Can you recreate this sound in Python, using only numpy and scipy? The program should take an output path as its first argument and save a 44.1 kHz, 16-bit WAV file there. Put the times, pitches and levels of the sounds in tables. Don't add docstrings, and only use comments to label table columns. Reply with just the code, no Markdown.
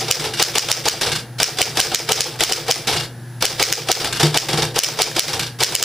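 import sys
import numpy as np
from scipy import signal
from scipy.fft import rfft, irfft, next_fast_len
from scipy.io import wavfile
from scipy.ndimage import minimum_filter1d, map_coordinates

SR = 44100
rng = np.random.default_rng(int(sys.argv[2]) if len(sys.argv) > 2 else 0)


def to_wav(s):
    ch = np.atleast_2d(s).T
    pcm = np.round(np.clip(ch, -1, 1) * 32767)
    wavfile.write(sys.argv[1], SR, pcm.astype(np.int16))


N = 257544
TIME = np.arange(N) / SR

# [strike t/s, strike level/dB, linkage drive level/dB, frame knock level/dB]
LETTERS = [(-.036, 7, -39, -23), (0.1117, 17, -24.5, -27), (0.4262, 15.5, -15.5, -19.5),
           (0.583, 13.5, -16.5, -21.5), (0.7156, 14, -19.5, -24), (0.8858, 9.5, -16, -20),
           (1.431, 14, -17.5, -20.5), (1.6163, 12, -17, -17.5), (1.8015, 13.5, -16, -21.5),
           (1.947, 13.5, -23.5, -21.5), (2.12, 13.5, -19, -17.5), (2.2068, 12.5, -23, -28),
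           (2.4368, 13.5, -14.5, -18.5), (2.5227, 12, -18.5, -23), (2.7118, 12.5, -20.5, -18),
           (3.4537, 11, -15, -19), (3.627, 14, -16.5, -18), (3.726, 12.5, -26, -31),
           (3.9166, 16, -18.5, -18.5), (4.374, 14, -18.5, -17.5), (4.79, 16, -19, -20),
           (4.8349, 15, -40, -36), (5.0194, 11.5, -17.5, -19), (5.1943, 16, -17, -23.5),
           (5.6348, 12, -18, -22.5), (5.752, 13, -22.5, -27.5), (5.827, 14, -39, -36)]
# [f/Hz, width/Hz, level/dB]
FRAME_MODES = [(345, 30, -3), (455, 34, 2), (522, 35, -4), (640, 55, -7), (767, 55, .5), (870, 60, -4),
               (955, 50, -7), (1185, 40, -10), (1312, 35, -7)]
# [f/Hz, level/dB, t60/s]
STAND_MODES = [(150.8, -5, 0.26), (222.2, -11.5, 0.11), (341.1, -6.5, 0.14)]
# [f/Hz, level/dB, t60/s]
SWAY_MODES = [(58, -27, 0.15), (90, 2, 0.21)]
# [f/Hz, level/dB, t60/s]
SPRING_MODES = [(1610, -5, .09), (2186, -9, .07), (2850, -1, .085), (3623, -5, .08), (4314, -7, .07),
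                (4775, -5, .08), (7311, -11, .06), (8554, -9, .06)]
# [f/Hz, level/dB]
CRACK_COLOUR = [(100, -44), (500, 1.5), (900, -20), (1300, -12.5), (2400, -5.5), (3100, -7.5), (3900, -1.5),
                (5200, 0), (6200, -1.5), (7200, -3), (9500, -6), (12500, -14.5), (15000, -9.5)]

SWING_S = .0315


def amp(db):
    return 10 ** (np.asarray(db) / 20)


def unit(x):
    return x / np.sqrt(np.mean(x ** 2) + 1e-20)


def along(points, hz):
    f, v = np.transpose(points)
    return np.interp(np.log(hz + 1), np.log(f + 1), v)


def wobble(rate):
    steps = np.arange(0, N, 8)
    knots = rng.standard_normal(int(N * rate / SR) + 4)
    curve = map_coordinates(knots, [steps * rate / SR])
    return np.interp(np.arange(N), steps, curve)


def filtered(x, response):
    n = x.shape[-1]
    m = next_fast_len(n + 8192)
    hz = np.fft.rfftfreq(m, 1 / SR)
    return irfft(rfft(x, m) * response(hz), m)[..., :n]


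def causal(points, size=1024):
    hz = np.fft.rfftfreq(size, 1 / SR)
    cepstrum = irfft(np.log(amp(along(points, hz))))
    cepstrum[1:size // 2] *= 2
    cepstrum[size // 2 + 1:] = 0
    return irfft(np.exp(rfft(cepstrum)))


def convolved(x, response):
    return signal.fftconvolve(x, response, axes=1)[:, :N]


def noise_pair(n):
    # [f/Hz, level/dB]
    side_level = [(30, -20), (70, -50), (600, -19), (2200, -30), (4500, -9.5), (8000, -4), (13000, -4.5)]
    mid, side = rng.standard_normal((2, n))
    side = filtered(side, lambda hz: amp(along(side_level, hz)))
    return np.array([mid + side, mid - side])


def coloured(x, points):
    click = causal(points)
    click = click[None] / np.linalg.norm(click)
    return signal.fftconvolve(x, click, axes=1)[:, :x.shape[1]]


def ringing(x, modes):
    def response(f):
        total = 0
        for k, (centre, width, db) in enumerate(modes):
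            damping = 1j * f * width
            total = total + (-1) ** k * amp(db) * damping / (centre ** 2 - f ** 2 + damping)
        return total / np.sqrt(np.mean(np.abs(total) ** 2) + 1e-20)
    return filtered(x, response)


def ring(modes, rise, scatter_db=2):
    hz, db, t60 = np.transpose(modes)[:, :, None]
    t = TIME[:int(t60.max() * SR)]
    size = amp(db + scatter_db * rng.standard_normal(db.shape))
    hz = hz * (1 + .006 * rng.standard_normal(hz.shape))
    decay = np.exp(-np.log(1000) * t / t60)
    tone = np.sum(size * decay * np.sin(2 * np.pi * hz * t), axis=0)
    return np.pad((1 - np.exp(-t / rise)) * tone, (0, SR // 4))[:SR // 4]


def burst(db, rise, t60, hold=0):
    t = TIME[:SR // 3]
    build = (1 - np.exp(-t / rise)) ** 2
    decay = np.exp(-np.log(1e6) * np.maximum(t - hold, 0) / t60)
    return amp(db) ** 2 * build * decay


def rattle(power, grain_db):
    grain = unit(amp(grain_db * wobble(600)))
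    return np.sqrt(power) * grain * noise_pair(N)


def add(track, s, sound):
    i = round(s * SR)
    part = sound[..., max(-i, 0):max(N - i, 0)]
    track[..., max(i, 0):max(i, 0) + part.shape[-1]] += part


def room_tail(grain_db=3):
    # [f/Hz, t60/s]
    room_decay = [(150, 0.81), (1000, 0.29), (5000, 0.22), (9000, 0.21), (15000, 0.35)]
    n = SR // 2
    hz, t, z = signal.stft(noise_pair(n), SR, nperseg=256)
    decay = amp(-60 * t / along(room_decay, hz)[:, None])
    tail = signal.istft(z * decay, SR, nperseg=256)[1][:, :n]
    uneven = np.interp(TIME[:n], np.arange(500) / 1000, rng.standard_normal(500))
    tail = tail * amp(grain_db * uneven) * (1 - np.exp(-TIME[:n] / 0.024))
    return tail / np.linalg.norm(tail[0])


def strikes():
    # [f/Hz, level/dB, t60/s]
    slug_modes = [(3010, 6.5, 0.018), (5020, -5.5, 0.04), (5700, -2, 0.03), (6790, 6, 0.0043)]
    # [f/Hz, level/dB]
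    ceiling_colour = [(200, -27.5), (1200, -5), (3200, -8), (4300, -10.5), (5100, -3.5), (6000, -6.5),
                      (7200, -11.5), (13000, -17.5)]
    # [t/s, lag/s]
    echo_lag = [(0, .0099), (.4, .0104), (1.5, .0104), (2, .0097), (2.5, .0095), (5.8, .0094)]
    out, t = np.zeros((2, N)), TIME[:SR // 40]
    ceiling = causal(ceiling_colour)[None]
    click = coloured(signal.unit_impulse(len(t))[None], CRACK_COLOUR)
    for s, db, *_ in LETTERS:
        bar_ring = ring(slug_modes, rise=.0001)[:len(t)]
        scatter = coloured(noise_pair(len(t)), CRACK_COLOUR) * amp(-60 * t / 0.026)
        crack = amp(db - 1) * (0.96 * click + 0.089 * bar_ring + 0.25 * scatter)
        add(out, s, crack)
        lag = np.interp(s, *np.transpose(echo_lag))
        add(out, s + lag, amp(6) * signal.fftconvolve(crack, ceiling, axes=1))
        reflected = signal.fftconvolve(click, ceiling)
        add(out, s, amp(db + 16) * signal.fftconvolve(reflected, room_tail(grain_db=3.5), axes=1))
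    return out


def mechanism():
    # [f/Hz, width/Hz, level/dB]
    steel_modes = [(2276, 94, -6.5), (2786, 26, -1), (3100, 130, -8), (3337, 120, -3.5), (3575, 360, -3.5),
                   (4020, 540, -8), (4270, 37, 0), (4730, 43, 3), (4920, 105, -7), (5276, 190, -3),
                   (5476, 270, -4.5), (5910, 210, -8.5)]
    # [f/Hz, level/dB]
    clatter_colour = [(200, -5.5), (700, -5), (1600, 1.5), (2100, -1.5), (3300, -0.5), (5300, -3.5),
                      (6600, -5.5), (8300, -5.5), (9600, -9.5), (10800, -9), (12200, -15), (15000, -18)]
    # [f/Hz, level/dB]
    knock_colour = [(30, -26), (180, -13), (330, -1.5), (800, 1.5), (1500, -11.5), (3000, -5.5),
                    (8000, -40)]
    steel, frame, tones, chime = letters() + spaces() + shift()
    clatter = amp(-4.5) * rattle(steel, grain_db=0.5) + amp(-8) * ticks(steel)
    linkage = coloured(clatter, clatter_colour)
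    linkage = linkage + amp(-4) * ringing(rattle(steel, grain_db=4), steel_modes)
    casting = amp(-2) * ringing(rattle(frame, grain_db=2.5), FRAME_MODES)
    casting = casting + amp(-3) * coloured(rattle(frame, grain_db=0), knock_colour)
    rings = .7 * (chime + convolved(chime[None], room_tail()))
    near = linkage + casting
    return near + rings + tones + amp(-10) * convolved(near, room_tail())


def letters():
    # [f/Hz, level/dB, t60/s]
    bar_modes = [(2320, -2, .08), (3135, -1, .07), (3415, -2, .08), (4885, 0, .1), (5940, -4, .07)]
    finger_lead_s, fall_s, settle_s, reset_s = 0.017, .043, .07, 0.125
    fall_db = -22
    steel, frame, tones, chime = np.zeros((4, N))
    thump = ring(STAND_MODES, rise=0.0079, scatter_db=6)
    for s, _, drive_db, knock_db in LETTERS:
        cam = s - SWING_S
        finger = cam - finger_lead_s
        add(steel, finger, burst(drive_db - 8.5, 0.0025, 0.15, hold=0.012))
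        add(frame, finger, burst(knock_db - 13, 0.0043, 0.14, hold=0.0037))
        add(steel, cam, burst(drive_db + 4.5, 0.00055, 0.017, hold=0.0055))
        add(steel, cam, burst(drive_db, 0.0091, 0.34, hold=0.027))
        add(frame, cam, burst(knock_db + 0.28, 0.0011, 0.018, hold=0.024))
        add(tones, cam, amp(knock_db - 5.5) * thump + amp(knock_db) * knock())
        add(chime, cam, amp(drive_db - 2.5) * ring(bar_modes, rise=0.0013))
        add(chime, cam, amp(drive_db - 12.5) * lever())
        add(steel, s - .007, burst(-14.5, 0.0018, 0.019, hold=0.0033))
        fall = s + fall_s
        add(steel, fall, burst(fall_db - 6, 0.0028, 0.77))
        add(chime, fall, amp(fall_db - 2.5) * ring(bar_modes, rise=0.0012))
        add(chime, fall, amp(fall_db - 3) * lever())
        add(frame, fall, burst(fall_db + 1, 0.008, 0.1, hold=0.008))
        add(tones, s + settle_s, amp(-21.5) * thump)
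        add(frame, s + reset_s, burst(-21.5, 0.032, 0.15))
    return np.array([steel, frame, tones, chime])


def lever(count=18):
    low_hz, high_hz, t60_s, db_per_octave = 1900, 11720, 0.038, -1.5
    octaves = rng.uniform(0, np.log2(high_hz / low_hz), count)
    modes = [(low_hz * 2 ** o, db_per_octave * o, t60_s) for o in octaves]
    return ring(modes, rise=0.003, scatter_db=4)


def knock():
    modes = [(hz, db, np.log(1000) / (np.pi * width)) for hz, width, db in FRAME_MODES]
    return ring(modes, rise=0.0068, scatter_db=5.5)


def ticks(power):
    ticks_per_s, spread_db, t60_s = 70, 0.5, 0.02
    hits = (rng.random(N) < ticks_per_s / SR) * amp(spread_db * rng.standard_normal(N))
    envelope = signal.fftconvolve(hits, amp(-60 * TIME[:SR // 20] / t60_s))[:N]
    return np.sqrt(power) * unit(envelope) * noise_pair(N)


def spaces():
    # [bar pressed t/s, press level/dB, escapement trips t/s, carriage stops t/s, stop level/dB]
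    space_strokes = [(0.194, -16.5, .24, .336, -20), (1.01, -13, 1.061, 1.117, -15.5),
                     (2.87, -12, 2.926, 2.963, -17), (3.998, -16, 4.042, 4.125, -17.5),
                     (5.277, -16.5, 5.331, 5.394, -17)]
    trip_db, clunk_t60_s = -17, 0.26
    bounce_s, bounce_loss_db = .034, 3
    steel, frame, tones, chime = np.zeros((4, N))
    for press, press_db, trip, stop, stop_db in space_strokes:
        add(steel, press, burst(press_db, 0.0012, clunk_t60_s, hold=0.004))
        add(frame, press, burst(press_db - 4.5, 0.016, clunk_t60_s, hold=0.008))
        add(tones, press, amp(press_db - 8) * ring(STAND_MODES, rise=0.0024, scatter_db=3.5))
        add(steel, trip, burst(trip_db, 0.00034, clunk_t60_s, hold=0.0024))
        add(frame, trip, burst(trip_db - 5, 0.0019, clunk_t60_s, hold=0.006))
        add(tones, trip, amp(trip_db - 8) * ring(SWAY_MODES, rise=0.016))
        add(tones, stop, amp(stop_db + 1) * ring(STAND_MODES, rise=0.013, scatter_db=0.5))
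        for k in range(3):
            s = stop + k * bounce_s
            db = stop_db - bounce_loss_db * k * (k + 1) / 2
            add(steel, s, burst(db - 0.5, 0.00071, 0.14, hold=0.0041))
            springs = ring(SPRING_MODES, rise=0.00088, scatter_db=2)
            add(chime, s, amp(db + 0.5 - 8.3 * k) * springs)
    return np.array([steel, frame, tones, chime])


def shift():
    # [t/s, rattle level/dB, stand boom level/dB]
    shift_blows = [(4.197, -12.5, -22), (4.23, -10.5, 2.5), (4.485, -14, -17), (4.529, -17.5, -6),
                   (4.574, -14, -15), (4.62, -17, -13)]
    steel, frame, tones, chime = np.zeros((4, N))
    for s, db, boom_db in shift_blows:
        add(steel, s, burst(db - .3, 0.0004, 0.23, hold=0.0019))
        add(frame, s, burst(db - 3.5, 0.0018, 0.18, hold=0.0028))
        add(tones, s, amp(boom_db) * ring(STAND_MODES, rise=0.0074, scatter_db=2))
        add(tones, s, amp(db - 18) * knock())
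        add(tones, s, amp(-32) * ring(SWAY_MODES, rise=0.016))
        add(chime, s, amp(db - 12) * ring(SPRING_MODES, rise=0.00091, scatter_db=7))
    return np.array([steel, frame, tones, chime])


def motor():
    # [f/Hz, width/Hz (scales the pitch wander), idle rms level/dB]
    motor_lines = [(121.1, 6.6, -32), (239, 5.4, -49.5), (350, 11.5, -52), (540, 12, -62), (10300, 32, -54)]
    # [f/Hz, level/dB]
    rush_colour = [(25, -17), (55, -12), (85, -5.5), (135, 10.5), (175, 3), (350, -3), (430, -13.5),
                   (800, -6), (1200, -16), (1680, -6), (2200, -19), (5200, -20), (7500, -25), (15000, -29)]
    full_load_db, recover_s = -6, 0.29
    load = np.zeros(N)
    for s, *_ in LETTERS:
        add(load, s - SWING_S, (1 - np.exp(-TIME / SWING_S)) * np.exp(-TIME / recover_s))
    hum = 0
    for hz, width, db in motor_lines:
        phase = 2 * np.pi * np.cumsum(hz + 0.14 * width * wobble(40)) / SR
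        waver_db = .7 * wobble(26)
        hum = hum + np.sqrt(2) * amp(db + waver_db) * np.sin(phase)
    rush = amp(-39.5) * coloured(noise_pair(N), rush_colour)
    return hum * amp(full_load_db * np.minimum(load, 1)) + rush


def scene():
    # [f/Hz, level/dB]
    stereo_lean = [(100, .9), (2500, .5), (5000, .2), (8500, -2.2), (13000, -1.6)]
    mix = mechanism() + strikes() + motor()
    return filtered(mix, lambda hz: amp(np.outer([.5, -.5], along(stereo_lean, hz))))


def released(cut_db, release):
    return np.exp(np.maximum.accumulate(np.log(cut_db + 1e-6) + TIME / release) - TIME / release)


def record(dry, threshold_db=-2, attack=0.0017, hold=0.0065, slow_share=0.59):
    top_hz = 15550
    level_db = 20 * np.log10(np.abs(dry).max(axis=0) + 1e-9)
    over_db = np.maximum(level_db - threshold_db, 0)
    n = int(hold * SR) | 1
    held_db = -minimum_filter1d(-over_db, n, origin=n // 2)
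    cut_db = (1 - slow_share) * released(held_db, 0.059) + slow_share * released(held_db, 0.088)
    pole = np.exp(-1 / (attack * SR))
    smooth_cut_db = signal.lfilter([1 - pole], [1, -pole], cut_db)
    ducked = dry * amp(-smooth_cut_db)
    return filtered(np.clip(ducked, -1, 1), lambda hz: hz < top_hz)


dry = scene()
out = record(dry)
to_wav(out)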